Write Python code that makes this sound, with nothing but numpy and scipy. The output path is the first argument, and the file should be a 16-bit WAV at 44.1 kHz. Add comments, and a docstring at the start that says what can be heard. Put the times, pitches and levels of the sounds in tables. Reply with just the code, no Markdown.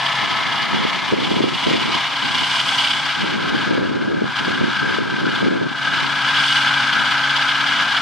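"""A tractor with a disc mower works up a distant hayfield. From the start its blades hum and roar as they
chop the air, the steel discs ring, the diesel clatters and cut grass hisses; a hollow ring fades early on.
Within a second strong gusts begin to buffet the two ports of a small stereo microphone. From 1.4 s the
tractor comes over a rise and its gear ring grows. Midway the machine's sound ducks under the strong gusts;
near 6 s they ease and it swells back."""
import sys
import numpy as np
from scipy import signal
from scipy.fft import rfft, irfft, next_fast_len
from scipy.io import wavfile
from scipy.ndimage import uniform_filter1d, minimum_filter1d

SR = 44100
rng = np.random.default_rng(int(sys.argv[2]) if len(sys.argv) > 2 else 0)


def output_pcm(signal):
    """Save a mono or channel-first signal as 16-bit PCM at the path in sys.argv[1].

    Samples are clipped to [-1, 1] before scaling.
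    """
    pcm = np.clip(np.atleast_2d(signal).T, -1, 1) * 32767
    wavfile.write(sys.argv[1], SR, np.round(pcm).astype(np.int16))


N = 353241
TIME = np.arange(N) / SR
BINS_HZ = np.maximum(np.fft.rfftfreq(next_fast_len(N), 1 / SR), 1)

# mower shaft speed: (time [s], rotation rate [Hz])
SHAFT_SPEED = [(0, 45.9), (.5, 46.0), (1.0, 46.6), (1.5, 46.1), (1.95, 46.7), (2.65, 46.0), (3.0, 46.6),
               (3.6, 46.1), (5.8, 46.3), (6.5, 46.5), (6.95, 45.95), (7.6, 46.6), (8, 46.15)]
# blade harmonics: (order [multiple of shaft rate], level [dB])
HUM_ORDERS = [(3, -44), (5, -51.5), (6, -45), (12, -58.5)]
# gear mesh and sidebands: (order [multiple of gear shaft rate], level [dB re gear ring])
MESH_ORDERS = [(33, -15), (34, -6.5), (35, -13), (36, -12.5)]
# engine and drive line whines: (order [multiple of crank rate], level [dB re blade roar])
WHINE_ORDERS = [(21, -18), (25.7, -13), (31.2, -12.5)]
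# noise spectra of the sources: (frequency [Hz], relative density [dB])
ROAR_SPECTRUM = [(25, -62), (65, -37), (120, -4), (230, -7), (330, -13.5), (470, -13.5), (600, -7),
                 (700, -2.5), (850, 4), (1000, 7), (1150, 3), (1290, 4.5), (1500, -7), (1900, -36)]
DISC_SPECTRUM = [(2300, -47), (2740, -9.5), (2910, 1.5), (3130, -4), (3400, 0), (3650, -11), (4000, -15.5),
                 (4800, -11.5), (6500, -39.5)]
GEAR_CASE_SPECTRUM = [(1050, -36), (1260, -4.5), (1420, -4), (1510, -3), (1575, -3), (1670, -2), (1730, -6),
                      (1800, -27), (2100, -82)]
CLATTER_SPECTRUM = [(1600, -33.5), (1850, -6), (2080, -1.5), (2320, 0), (2630, -6.5), (3200, -4.5),
                    (3900, -7), (4800, -13), (7000, -25), (12000, -65)]
HISS_SPECTRUM = [(3000, -14), (5000, 8.5), (6200, 5.5), (7000, -1.5), (7700, 3), (8800, -2), (11600, -15.5),
                 (12600, -20)]
HOLLOW_SPECTRUM = [(1130, -21), (1290, 17), (1470, -12), (1730, 16.5), (1860, 3.5), (2150, 13.5),
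                   (2600, -46)]
# loudest clinks of the discs: (time [s], level [dB])
DISC_CLINKS = [(.63, -24), (.789, -24), (2.44, -22), (2.56, -21), (2.85, -20), (2.91, -20), (6.365, -21),
               (6.397, -20), (6.486, -19), (7.688, -21), (7.971, -22)]
# fade of the hollow ring: (time [s], level [dB])
HOLLOW_FADE = [(.7, -27), (1.5, -37), (3, -50)]
# rows for blade roar, gear ring, engine clatter, disc ring and grass hiss:
# (base level [dB], share of overall level [ratio], approach gain [dB], thick crop gain [dB])
PART_MIX = [(-26.5, .72, -1.5, -0.5), (-31.6, 0.86, 11, -.5), (-26.5, 1.04, -0.3, .5),
            (-25, 1.32, 0.6, 4.8), (-48, 1.24, 3.5, 10.5)]
# patches of thick crop: (middle [s], length [s], thickness [0-1])
CROP_PATCHES = [(.08, 0.43, 0.25), (1.5, 1.25, 0.55), (2.663, 1.5, 0.9), (6.507, 0.43, .7)]
# swells of the gear ring: (middle [s], length [s], gain [dB])
GEAR_RING_SWELLS = [(.78, 0.18, 3.5), (2.25, 0.33, 3.5), (3.56, 0.73, 1.5), (4.83, .3, 2), (5.895, 0.13, 3),
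                    (7.047, 1.3, 1.5)]
# overall level of the machine: (time [s], level [dB])
MACHINE_LEVEL = [(0, -1), (1.3, -3.5), (1.48, -5), (1.6, -3), (2.02, -0.5), (2.11, -3.5), (2.25, -1.5),
                 (2.92, -.7), (3.4, -5.5), (3.68, -5), (3.82, -10.7), (4.2, -12.5), (4.38, -4),
                 (4.68, -6.5), (4.95, -4), (5.05, -9), (5.38, -5.5), (5.65, -13), (5.81, -3.5), (6.52, 0),
                 (8, -0.8)]
# likeness of the machine at the two ports: (frequency [Hz], correlation [ratio, capped at 0.99 in use])
PORT_LIKENESS = [(430, 0.8), (700, 9), (1200, 0.7), (1750, 1.2), (2300, 0.9), (5000, .82), (8500, 0.52),
                 (11000, 0.9)]
# its stereo balance: (frequency [Hz], left minus right [dB])
PORT_BALANCE = [(400, 3.5), (700, 6), (1300, 4), (1900, 2.5), (2900, -4), (3300, -1.5), (3700, 4.5),
                (5500, 2.5), (8000, 0.5)]
# eddy noise at unit flow speed: (frequency [Hz], relative density [dB])
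EDDY_SPECTRUM = [(20, -42), (45, -41), (90, -13.5), (140, -4.5), (240, 2.5), (400, -4.5), (600, -16.5),
                 (900, -25), (2500, -68)]
# gusts on the ports: (start [s], length [s], level [dB])
PORT_GUSTS = [(0.217, 0.87, -32), (0.736, 0.12, -21.5), (1.133, 0.062, -17), (1.278, .2, -19),
              (1.679, 0.076, -17), (1.8, .12, -22.5), (2.238, .19, -30.5), (2.55, .52, -38.5),
              (3.212, .4, -21.5), (3.678, 0.54, -19.5), (4.43, .28, -23.5), (4.832, 0.64, -22),
              (5.41, .23, -19.5), (5.874, 0.22, -30.5), (6.97, 0.023, -27.5), (7.6, 0.22, -39)]
# single hard buffets: (time [s], level [dB])
HARD_BUFFETS = [(1.139, -8), (1.188, -11), (1.407, -10), (1.442, -7), (1.673, -10), (1.712, -11),
                (3.711, -10), (3.779, -12), (4.987, -13), (5.428, -11), (5.484, -13)]


def blades(turns, roar_db, disc_db):
    """Amplitude modulation: three blades a turn chop the air, and the grass sets the steel discs ringing."""
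    chop = strokes(3 * turns, [1.2, -1, 0], scatter_db=0.97, depth_db=0.5)
    roar = from_db(roar_db) * far_noise(chop, ROAR_SPECTRUM)
    tufts = strokes(17.5 * TIME + .35 * drift(3), [0], scatter_db=.8, depth_db=3.3)  # uneven crop feed
    ring_gain = np.hypot(from_db(disc_db - 0.5) * tufts, bursts(DISC_CLINKS, length_s=0.036))
    return roar + ring_gain * far_noise(chop, DISC_SPECTRUM)


def blade_hum(turns, gear_db):
    """Periodic forcing of the air radiates shaft harmonics, which here swell with the gear ring."""
    hum = tones(turns, HUM_ORDERS, waver_db=2.0, blur_rad=0.61, blur_hz=8.5, port_rad=0.71, pan_db=3.5)
    return from_db(0.61 * (gear_db - gear_db.mean())) * hum


def gearbox(turns, gear_db, belt_slip=.005):
    """Forced vibration: meshing teeth ring the case and sound a tone with sidebands a shaft rate apart."""
    rattle = strokes(2 * turns, [.8, -.8], scatter_db=0.64, depth_db=0.4)
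    case = from_db(-1.5) * far_noise(rattle, GEAR_CASE_SPECTRUM)
    gear_turns = turns * (1 - belt_slip)
    mesh = tones(gear_turns, MESH_ORDERS, waver_db=1.8, blur_rad=.85, blur_hz=7, port_rad=.5, pan_db=2.5)
    return from_db(gear_db) * (case + mesh)


def diesel(crank, throb_db, clatter_db, roar_db):
    """Impact excitation: block and panels clatter with the crank, while the drive line whines."""
    rattle = far_noise(from_db(0.35 * drift(90)), CLATTER_SPECTRUM)
    whines = tones(crank, WHINE_ORDERS, waver_db=2, blur_rad=0.73, blur_hz=9.1, port_rad=0.35, pan_db=0.5)
    return from_db(clatter_db + throb_db + 2.5) * rattle + from_db(roar_db) * whines


def grass(hiss_db):
    """Incoherent addition: countless stalks, cut and brushed together, merge into one hiss."""
    return from_db(hiss_db + 3.0) * far_noise(1, HISS_SPECTRUM)


def hollow_ring():
    """Resonance: noise in a few narrow bands sounds hollow; it fades to a faint trace."""
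    return from_db(in_time(HOLLOW_FADE)) * far_noise(1, HOLLOW_SPECTRUM)


def wind(wind_db, lump_db=3.5):
    """Turbulence: a lumpy flow shifts its power to faster eddies in gusts, with single hard buffets."""
    eddies = from_db(wind_db - .5) * rms_one(from_db(lump_db * drift(59)))
    fast_share = 1 / (1 + from_db(-18.5 - wind_db) ** 2)
    slow = eddies * np.sqrt(1 - fast_share)
    fast = np.hypot(eddies * np.sqrt(fast_share), bursts(HARD_BUFFETS, length_s=0.013))
    return on_ports(slow, speed=0.9, likeness=-0.77) + on_ports(fast, speed=1.38, likeness=-0.79)


def on_ports(eddies, speed, likeness):
    """Eddy pressure drives the ports mostly in antiphase; frequency scales with relative flow speed."""
    pair = resonate(eddies, [(hz * speed, db) for hz, db in EDDY_SPECTRUM], likeness)
    return pair * np.sqrt(np.mean(eddies ** 2)) / np.std((pair[0] - pair[1]) / 2)


def gust_level(breeze_db=-51, attack_db_per_s=276, release_db_per_s=128):
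    """Exponential growth and decay: each gust rises, holds and sinks back into the breeze; in dB."""
    level_db = breeze_db
    for start_s, length_s, db in PORT_GUSTS:
        before_s = np.maximum(start_s - TIME, 0)
        after_s = np.maximum(TIME - start_s - length_s, 0)
        level_db = np.maximum(level_db, db - attack_db_per_s * before_s - release_db_per_s * after_s)
    return level_db


def part_levels(approach_start_s=1.44, approach_length_s=2.63):
    """Gains add in dB: overall level, the approach over the rise and crop load set each part's level."""
    machine_db, = in_time(MACHINE_LEVEL)
    approach = np.clip((TIME - approach_start_s) / approach_length_s, 0, 1)
    crop = sum(thickness * swell(s, length_s) for s, length_s, thickness in CROP_PATCHES)
    roar_db, gear_db, *others = [db + share * machine_db + approach_db * approach + crop_db * crop
                                 for db, share, approach_db, crop_db in PART_MIX]
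    roar_db += 2.5 * swell(middle_s=0.49, length_s=1.8)  # fuller at first
    gear_db += sum(db * swell(s, length_s) for s, length_s, db in GEAR_RING_SWELLS)
    return [roar_db, gear_db, *others]


def tones(turns, orders, waver_db, blur_rad, blur_hz, port_rad, pan_db):
    """Scintillation: turbulent air shakes the level and phase of each multiple of a rotation."""
    pair, sides = 0, np.array([[.5], [-.5]])
    for order, db in orders:
        phase = 2 * np.pi * (order * turns + rng.random()) + blur_rad * drift(blur_hz)
        gain = from_db(db + waver_db * drift(1.4) + sides * pan_db)
        pair = pair + gain * np.sqrt(2) * np.cos(phase + sides * port_rad)
    return pair


def far_noise(drive, spectrum):
    """Partial coherence: noise from the distant machine reaches both ports much alike."""
    return resonate(drive, spectrum, at_bins(PORT_LIKENESS), at_bins(PORT_BALANCE))


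def resonate(drive, spectrum, likeness, balance_db=0):
    """Source and filter: stereo noise follows `drive` and takes on a spectrum; the mid has rms 1."""
    size = next_fast_len(N)
    mid, side = rfft(rng.standard_normal((2, N)) * drive, size)
    likeness = np.clip(likeness, -.99, .99)
    sides = np.array([[1], [-1]])
    excitation = np.sqrt(1 + likeness) * mid + sides * np.sqrt(1 - likeness) * side
    response = from_db(at_bins(spectrum) + sides * balance_db / 2)
    pair = irfft(excitation * response, size)[:, :N]
    return pair / np.std(pair.mean(axis=0))


def strokes(count, pattern_db, scatter_db, depth_db):
    """Cyclic modulation: one swell per cycle of `count`, its strength set by pattern and chance."""
    cycles = np.arange(int(count[-1]) + 2)
    strength_db = np.resize(pattern_db, len(cycles)) + scatter_db * rng.standard_normal(4096)[cycles]
    ripple_db = depth_db * np.cos(2 * np.pi * count)
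    return rms_one(from_db(np.interp(count, cycles, strength_db) + ripple_db))


def bursts(events, length_s):
    """Short swells at the given times and levels."""
    return sum(from_db(db) * swell(s, length_s) for s, db in events)


def swell(middle_s, length_s):
    """A raised cosine, from 0 to 1 and back."""
    return np.cos(np.pi * np.clip((TIME - middle_s) / length_s, -.5, .5)) ** 2


def drift(rate_hz):
    """Random fluctuation of unit rms, low-passed at `rate_hz`."""
    hop, settle = 40, 2000
    pole = np.exp(-2 * np.pi * hop * rate_hz / SR)
    noise = rng.standard_normal(N // hop + settle + 2)
    slow = signal.lfilter([1], [1, -2 * pole, pole * pole], noise)[settle:]
    return np.interp(np.arange(N) / hop, np.arange(len(slow)), rms_one(slow))


def in_time(rows):
    """Each column of a curve at every sample."""
    times, *columns = np.transpose(rows)
    return [np.interp(TIME, times, column) for column in columns]


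def at_bins(points):
    """A table interpolated over log frequency."""
    hz, value = np.transpose(points)
    return np.interp(np.log(BINS_HZ), np.log(hz), value)


def from_db(db):
    """Decibels to gain."""
    return 10 ** (np.asarray(db) / 20)


def rms_one(x):
    """Scale to unit rms."""
    return x / np.sqrt(np.mean(x ** 2) + 1e-20)


def scene(mean_crank_hz=32.32):
    """Superposition: engine and mower turn and shimmer together; wind adds at the ports."""
    shaft_hz, = in_time(SHAFT_SPEED)
    turns = np.cumsum(shaft_hz) / SR
    crank = turns * mean_crank_hz / shaft_hz.mean()
    shimmer_db = 0.82 * drift(18.4)
    roar_db, gear_db, clatter_db, disc_db, hiss_db = part_levels() + shimmer_db
    # four-stroke: every other turn is stronger
    throb_db = 20 * np.log10(strokes(crank, [.5, -.5], scatter_db=1.0, depth_db=1.54))
    mower = blade_hum(turns, gear_db) + blades(turns, roar_db, disc_db + throb_db)
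    mower += gearbox(turns, gear_db + 0.45 * throb_db)
    ring = hollow_ring()
    engine = diesel(crank, throb_db, clatter_db, roar_db)
    return mower + ring + engine + grass(hiss_db) + wind(gust_level())


def record(dry, ceiling_db=-3.0, release_db_per_s=45, cutoff_hz=11950):
    """Peak limiting: everything ducks after the hardest buffets; a low-pass cuts the top."""
    over_db = np.maximum(20 * np.log10(np.abs(dry).max(axis=0) + 1e-9) - ceiling_db, 0)
    duck_db = np.maximum.accumulate(over_db + release_db_per_s * TIME) - release_db_per_s * TIME
    gain = uniform_filter1d(minimum_filter1d(from_db(-duck_db), size=89), size=89)  # 2 ms smoothing
    low_pass = signal.ellip(12, .2, 80, cutoff_hz, fs=SR, output="sos")
    return signal.sosfilt(low_pass, dry * gain)


dry = scene()
out = record(dry)
output_pcm(out)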